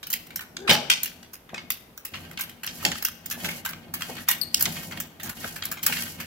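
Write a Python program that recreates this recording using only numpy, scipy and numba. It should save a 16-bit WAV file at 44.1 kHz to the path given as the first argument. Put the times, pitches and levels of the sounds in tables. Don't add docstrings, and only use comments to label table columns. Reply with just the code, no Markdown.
import sys
import numpy as np
from scipy import signal
from scipy.fft import rfft, irfft
from scipy.io import wavfile
from scipy.ndimage import uniform_filter1d
from numba import njit

SR = 44100
rng = np.random.default_rng(int(sys.argv[2]) if len(sys.argv) > 2 else 0)


def to_wav(s):
    ch = np.atleast_2d(s).T
    pcm = np.round(np.clip(ch, -1, 1) * 32767)
    wavfile.write(sys.argv[1], SR, pcm.astype(np.int16))


N = 276066

# f/Hz, t60/s
FRAME_MODES = [(1570, 0.088), (1860, 0.04), (2180, 0.089), (2500, 0.065), (2830, 0.14), (3000, 0.057),
               (3240, 0.086), (4350, 0.0167)]


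def undb(db):
    return 10 ** (np.asarray(db) / 20)


def unit(x):
    return x / np.sqrt(np.mean(x ** 2))


def columns(table):
    s, *cols = np.transpose(table)
    return [np.interp(np.arange(N) / SR, s, c) for c in cols]


def band(x, lo_hz, hi_hz):
    return signal.sosfilt(signal.butter(2, [lo_hz, min(hi_hz, .45 * SR)], "band", fs=SR, output="sos"), x)


def highpass(x, order, hz):
    return signal.sosfilt(signal.butter(order, hz, "high", fs=SR, output="sos"), x)


def decay(t, t60):
    return 1000. ** (-t / t60)


def walk(rate):
    k = int(SR / rate)
    held = np.repeat(rng.standard_normal(N // k + 1), k)
    return unit(uniform_filter1d(uniform_filter1d(held, k), k)[:N])


def grit(scatter_db, size):
    return rng.standard_normal(size) * undb(scatter_db * rng.exponential(size=size))


def struck_spot(frame_hz):
    t = np.arange(512) / SR
    colour = 0.25 * rng.standard_normal((2, len(t))) * decay(t, 0.007)
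    centre = undb(-30.5) * np.sin(2 * np.pi * frame_hz * t) * decay(t, 0.039)
    return (t == 0) + colour + centre


def clacks():
    # t/s, frame level/dB, brightness as pins over frame/dB,
    # centre of the frame's response f/Hz, chatter t60/s
    blows = [(0.0283, -27, -5.5, 3200, 0.018), (0.0675, -31, 7.5, 2970, 0.015),
             (0.0996, -30.5, 11.5, 3100, 0.024), (0.1262, -20.5, 8.5, 3230, 0.022),
             (0.1365, -15, 1, 3120, 0.008), (0.267, -40, 3, 2120, 0.015), (0.304, -32.5, -9, 2350, 0.015),
             (0.3575, -27.5, 13, 3160, 0.014), (0.3914, -26.5, -5, 1850, 0.01),
             (0.4056, -31, 1, 1500, 0.028), (0.5663, -20.5, -22, 3650, 0.0094),
             (0.6735, -13.5, -26.5, 2580, 0.035), (0.6917, -3, -15, 3040, 0.028),
             (0.7093, -7.5, -11, 3120, 0.022), (0.728, -17.5, 1, 2630, 0.035),
             (0.8982, -2, -10.5, 3220, 0.021), (1.031, -20.5, 9.5, 3430, 0.014),
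             (1.056, -22.5, 2, 2850, 0.014), (1.2273, -35.5, -11, 3440, 0.018),
             (1.3308, -38, 8, 2100, 0.03), (1.49, -36, -49.5, 2080, 0.02),
             (1.5422, -23.5, -45, 2540, 0.015), (1.577, -23.5, -40, 2180, 0.018),
             (1.702, -14, 3, 2620, 0.0087), (1.7174, -35.5, 16.5, 2850, 0.013),
             (1.9744, -35, 6.5, 1630, 0.018), (2.049, -30, 9, 2720, 0.019), (2.135, -25, -52, 2130, 0.043),
             (2.311, -32.5, -1, 2000, 0.01), (2.3727, -22.5, -15, 2680, 0.012),
             (2.389, -23, -5, 1580, 0.025), (2.406, -25, 8.5, 2280, 0.023),
             (2.4934, -32.5, -0.5, 3120, 0.012), (2.6317, -22.5, -3.5, 1780, 0.026),
             (2.6632, -36.5, 17, 2310, 0.012), (2.673, -20.5, -46, 3170, 0.015),
             (2.826, -25.5, -5, 1370, 0.014), (2.8494, -5, -9.5, 3280, 0.0096),
             (2.915, -17, -32, 3080, 0.013), (2.954, -25.5, -17, 2770, 0.013),
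             (3.023, -26.5, 8, 1710, 0.015), (3.048, -16.5, 8, 2794, 0.013), (3.0845, -23, 1, 2540, 0.0035),
             (3.2575, -29.5, 8.5, 3440, 0.013), (3.299, -36, 14, 1580, 0.011),
             (3.307, -25.5, 5.5, 1740, 0.05), (3.4436, -18.5, -7, 2640, 0.019),
             (3.485, -19.5, -8, 2230, 0.018), (3.648, -23, 2, 2000, 0.024), (3.6587, -21.5, 0, 1570, 0.013),
             (3.687, -27.5, 1, 1580, 0.026), (3.7316, -27, -25, 2420, 0.01),
             (3.9374, -23.5, 6.5, 1750, 0.018), (4.0053, -26.5, -6, 1400, 0.023),
             (4.019, -17.5, -9, 3200, 0.01), (4.1772, -30, -35, 1930, 0.032),
             (4.276, -25.5, -20, 2130, 0.024), (4.284, -12.5, 7, 1940, 0.022),
             (4.304, -24.5, 5, 2250, 0.029), (4.3109, -17, 8.5, 2860, 0.011),
             (4.5431, -5.5, -4.5, 5660, 0.0081), (4.5934, -40, 19, 3240, 0.021),
             (4.6062, -24, 13, 1530, 0.021), (4.623, -28.5, 23.5, 2860, 0.01),
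             (4.6543, -12, -41, 4200, 0.0067), (4.6596, -15, -33, 3800, 0.0069),
             (4.9075, -29, -9, 2220, 0.062), (4.92, -29, -19, 3250, 0.014), (4.973, -28, -8, 2314, 0.011),
             (5, -25.5, 7.5, 3570, 0.014), (5.197, -29.5, -5, 2026, 0.02), (5.23, -32, 9, 3300, 0.026),
             (5.2512, -31.5, 1, 1680, 0.16), (5.2924, -27, 5.5, 1470, 0.018),
             (5.4424, -18.5, -24, 1670, 0.011), (5.558, -25, -2.5, 1760, 0.027),
             (5.6218, -19.5, -40, 3247, 0.011), (5.633, -26.5, -5, 2040, 0.021),
             (5.651, -25, 8.5, 2350, 0.017), (5.7133, -24.5, 5, 1750, 0.02), (5.767, -30, -14, 2086, 0.045),
             (5.8273, -24, 6, 3150, 0.033), (5.8626, -15, 10, 1810, 0.015),
             (5.9221, -14.5, -12, 2810, 0.019), (5.966, -21, -18, 2820, 0.019),
             (6.1991, -25.5, 0, 1786, 0.031)]
    # f/Hz, t60/s
    link_modes = [(5200, 0.066), (5700, 0.025)]
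    pin_modes = [(10590, 0.1), (12480, 0.037), (13970, .04)]
    # low edge f/Hz, high edge f/Hz
    bands_hz = [(4500, 9370), (10800, 15720)]
    dense_t60_s = [0.21, 0.1, 0.12]
    links_db, links_follow = -2.5, 0.8
    ring_db, mode_scatter_db = -45, 3
    near_db, near_width = 11, 0.04
    usual_t60_s, tail_db, tail_slope = 0.025, 17.5, 6
    bounce_db, bounce_s, settle_s = 3.5, 0.002, 0.012

    size = 2 ** 13
    t, out = np.arange(size) / SR, np.zeros((2, N + size))
    parts = []
    for modes in (FRAME_MODES, link_modes, pin_modes):
        hz, t60 = np.transpose(modes)[:, :, None]
        parts.append((hz[:, 0], rfft(np.sin(2 * np.pi * hz * t) * decay(t, t60), 2 * size)))
    rise = (1 - np.exp(-t / 0.0034)) ** 2

    for s, frame_db, bright_db, frame_hz, chatter in blows:
        parts_db = frame_db + np.array([0, links_db + links_follow * bright_db, bright_db])
        bounces = np.interp(t / bounce_s, np.arange(size // 64), rng.standard_normal(size // 64))
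        lumps = undb(bounce_db * np.minimum(t / settle_s, 1) * bounces)
        blow = grit(2, (2, size)) * lumps * rise * decay(t, chatter)
        blow_f = rfft(blow, 2 * size)
        struck = np.sqrt(np.sum(blow ** 2) / SR)
        tail_gain = undb(tail_db + tail_slope * np.log2(chatter / usual_t60_s)) * struck
        spot = struck_spot(frame_hz)
        edges_hz = [(frame_hz / 2.39, frame_hz * 1.7), *bands_hz]
        sound = 0
        for (hz, rings), edges, db, t60 in zip(parts, edges_hz, parts_db, dense_t60_s):
            near = near_db * np.exp(-(np.log(hz / frame_hz) / near_width) ** 2)
            scatter = mode_scatter_db * rng.standard_normal((2, len(rings)))
            ring = undb(ring_db + near + scatter) @ rings
            tail = tail_gain * rng.standard_normal((2, size)) * lumps * rise * decay(t, t60)
            noise = signal.fftconvolve(blow + tail, spot, axes=1)[:, :size]
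            part = band(noise + irfft(blow_f * ring)[:, :size], *edges)
            power = uniform_filter1d(part ** 2, size=88).max(axis=1, keepdims=True)
            sound = sound + part * undb(db) / np.sqrt(6 * power)
        i = int(s * SR)
        out[:, i:i + size] += sound
    out = highpass(out[:, :N], 3, 972)
    return out * undb([[0], [-1]])


def swings():
    # start t/s, fastest t/s, end t/s (two rows have no ordered end),
    # effort as rub level/dB
    handle = [(-0.01, 0.294, 2.1, -68.5), (1.197, 1.305, 0.94, -78), (1.482, 1.585, 1.74, -61),
              (2.112, 2.155, 2.44, -51), (2.216, 2.482, 2.8, -62), (2.672, 2.857, 3.07, -45.5),
              (2.958, 3.306, 6.9, -59.5), (3.353, 3.44, 3.62, -44), (3.544, 3.674, 3.3, -52),
              (3.93, 4.086, 4.26, -45.5), (4.25, 4.333, 4.42, -52.5), (4.522, 4.68, 4.92, -43),
              (4.865, 4.944, 5.09, -50.5), (5.212, 5.296, 5.33, -47), (5.344, 5.46, 5.59, -44),
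              (5.547, 5.7, 5.73, -50), (5.819, 5.93, 6.17, -41.5), (6.13, 6.213, 6.4, -49)]
    swell = np.array([[.55], [.8], [.5]])
    full_effort_db = -43
    hiss_db, hiss_slope = -44.5, 1.88
    rock_db, rock_slope = -41, 0.52
    t, power = np.arange(N) / SR, 0
    for start, fastest, end, effort_db in handle:
        turn = np.clip(fastest, start + 1 / SR, end - 1 / SR)
        speed = np.sin(np.pi * np.interp(t, [start, turn, end], [0, .5, 1]))
        ease = effort_db - full_effort_db
        db = [hiss_db + hiss_slope * ease, effort_db, rock_db + rock_slope * ease]
        power = power + undb(db)[:, None] ** 2 * np.abs(speed) ** (2 * swell)
    return np.sqrt(power)


def strokes(hiss_gain, rub_gain):
    high_hiss = unit(band(grit(2.2, (2, N)), 9240, 14900))
    low_hiss = unit(band(grit(2.1, (2, N)), 3930, 8300))
    hiss = high_hiss + undb(-2.5) * low_hiss
    tick_sizes = undb(4.5 * np.minimum(rng.exponential(size=N), 3.5))
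    ticks = (rng.random(N) < 90 / SR) * tick_sizes
    rattle = 1 + 0.45 * signal.lfilter([1], [1, -decay(1 / SR, 0.02)], ticks)
    contacts = grit(2.1, (2, N)) * rattle * undb(3.5 * walk(70))
    rasp = sum(unit(band(contacts, hz - 2 / t60, hz + 2 / t60)) for hz, t60 in FRAME_MODES)
    rub = unit(unit(band(contacts, 960, 3560)) + unit(rasp))
    flutter = undb(2.0 * walk(40) + 0.5 * walk(8.1))
    return hiss * hiss_gain * rattle ** 0.85 * flutter + rub * rub_gain


def rocking(gain):
    # f/Hz, width/Hz, relative level/dB
    wheels = [(56, 28, -7.5), (86.2, 24, -1), (167.4, 39, 3), (236.4, 21, 1.5), (319, 91, -2.5),
              (628, 363, -2)]
    # t/s, gain/dB, t60/s
    thuds = [(0.691, -11.5, 0.11), (0.709, -19, 0.55), (1.53, -28.5, 0.13), (2.846, -22.5, 0.27),
             (3.371, -32.5, 0.074), (3.433, -32, 0.5), (4.093, -25.5, 0.13), (4.677, -17.5, 0.028),
             (5.443, -24, 0.088), (5.896, -24, 0.076)]
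    # f/Hz, width/Hz, gain/dB
    body_mode = (837, 50, -14.5)
    jolts = grit(0.39, (2, N)) * undb(2.54 * walk(14))
    drum = unit(sum(undb(db) * unit(band(jolts, hz - w / 2, hz + w / 2)) for hz, w, db in wheels))
    t = np.arange(N) / SR
    landings = sum(undb(db) * (t > s) * decay(np.maximum(t - s, 0), t60) for s, db, t60 in thuds)
    body = unit(band(grit(1.5, (2, N)), 413, 834)) * undb(-10.5)
    hz, w, db = body_mode
    body = body + undb(db) * unit(band(jolts, hz - w / 2, hz + w / 2))
    thud = band(drum, 114, 790) * undb(-11.0) + body
    return drum * gain + thud * uniform_filter1d(landings, size=500)


def slip(table, partials_db, rough, fade):
    hz, db = columns(table)
    t = np.arange(N) / SR
    gate = np.clip((t - table[0][0]) / 0.0022, 0, 1) * np.clip((table[-1][0] - t) / 0.0074, 0, 1)
    phase = 2 * np.pi * np.cumsum(hz * (1 + rough * walk(1500))) / SR
    drop = db - db.max()
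    tone = sum(undb(p + fade * k * drop) * np.sin((k + 1) * phase) for k, p in enumerate(partials_db))
    return np.sqrt(2) * gate * tone * undb(db + 2.5 * walk(500) + 2.5 * walk(120))


def groan():
    # t/s, f/Hz, gain/dB
    glide = [(.58, 340, -53.5), (.61, 371, -39), (.65, 398, -46), (.68, 366, -38.5)]
    partials_db = [1, -13, -25, -12]
    return slip(glide, partials_db, rough=0.08, fade=0)


def squeak():
    # t/s, f/Hz, gain/dB
    glide = [(4.413, 4550, -26), (4.433, 4310, -30), (4.446, 4300, -44.5), (4.5, 4350, -60)]
    partials_db = [0, -6, -5]
    return slip(glide, partials_db, rough=0.025, fade=0.035)


@njit
def walls(x, lags, gain, damp):
    line, soft, out = np.zeros((8, 4096)), np.zeros(8), np.zeros((2, len(x)))
    for i in range(len(x)):
        total = 0.
        for k in range(8):
            soft[k] += (1 - damp) * (gain[k] * line[k, (i - lags[k]) & 4095] - soft[k])
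            total += soft[k]
            out[k % 2, i] += soft[k]
        for k in range(8):
            line[k, i & 4095] = x[i] + soft[k] - total / 4
    return out


def garage(x):
    t60_s = 0.57
    lags = rng.integers(250, 2200, 8)
    echoes = walls(x, lags, undb(-60 * lags / SR / t60_s), 0.15)
    return undb(-21) * highpass(echoes, 1, 200)


def air():
    # f/Hz, relative level per Hz/dB
    spectrum = [(30, 12.5), (204, 9.5), (300, 9.5), (2750, -7.5), (7470, -17), (8520, -13.5), (14400, -9.5),
                (16000, -21)]
    f = np.maximum(np.fft.rfftfreq(N, 1 / SR), 1)
    hz, db = np.transpose(spectrum)
    shape = undb(np.interp(np.log(f), np.log(hz), db))
    return unit(irfft(rfft(rng.standard_normal((2, N))) * shape, N)) * undb(-55)


def ports(mid, side):
    # low edge f/Hz, high edge f/Hz (held under 0.45 SR), share leaning left
    lean = [(101, 2700, 0.089), (4700, 25000, -0.16), (10500, 48000, 0.1)]
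    side = highpass(side, 1, 900)
    side = side + sum(share * band(mid, lo_hz, hi_hz) for lo_hz, hi_hz, share in lean)
    return np.array([mid + side, mid - side])


def scene():
    hiss_gain, rub_gain, rock_gain = swings()
    jack = clacks() + strokes(hiss_gain, rub_gain) + rocking(rock_gain)
    jack = jack + squeak() + groan()
    mid, side = jack + garage(jack[0]) + air()
    return ports(mid, side)


def record(dry):
    top_hz, soft_top = 15800, 1.6
    x = highpass(dry, 2, 45)
    x = x - 0.5 * signal.sosfilt(signal.butter(1, [8300, 10000], "band", fs=SR, output="sos"), x)
    rounded = soft_top * np.tanh(x / soft_top)
    return signal.sosfilt(signal.ellip(10, .2, 70, top_hz, fs=SR, output="sos"), rounded)


dry = scene()
out = record(dry)
to_wav(out)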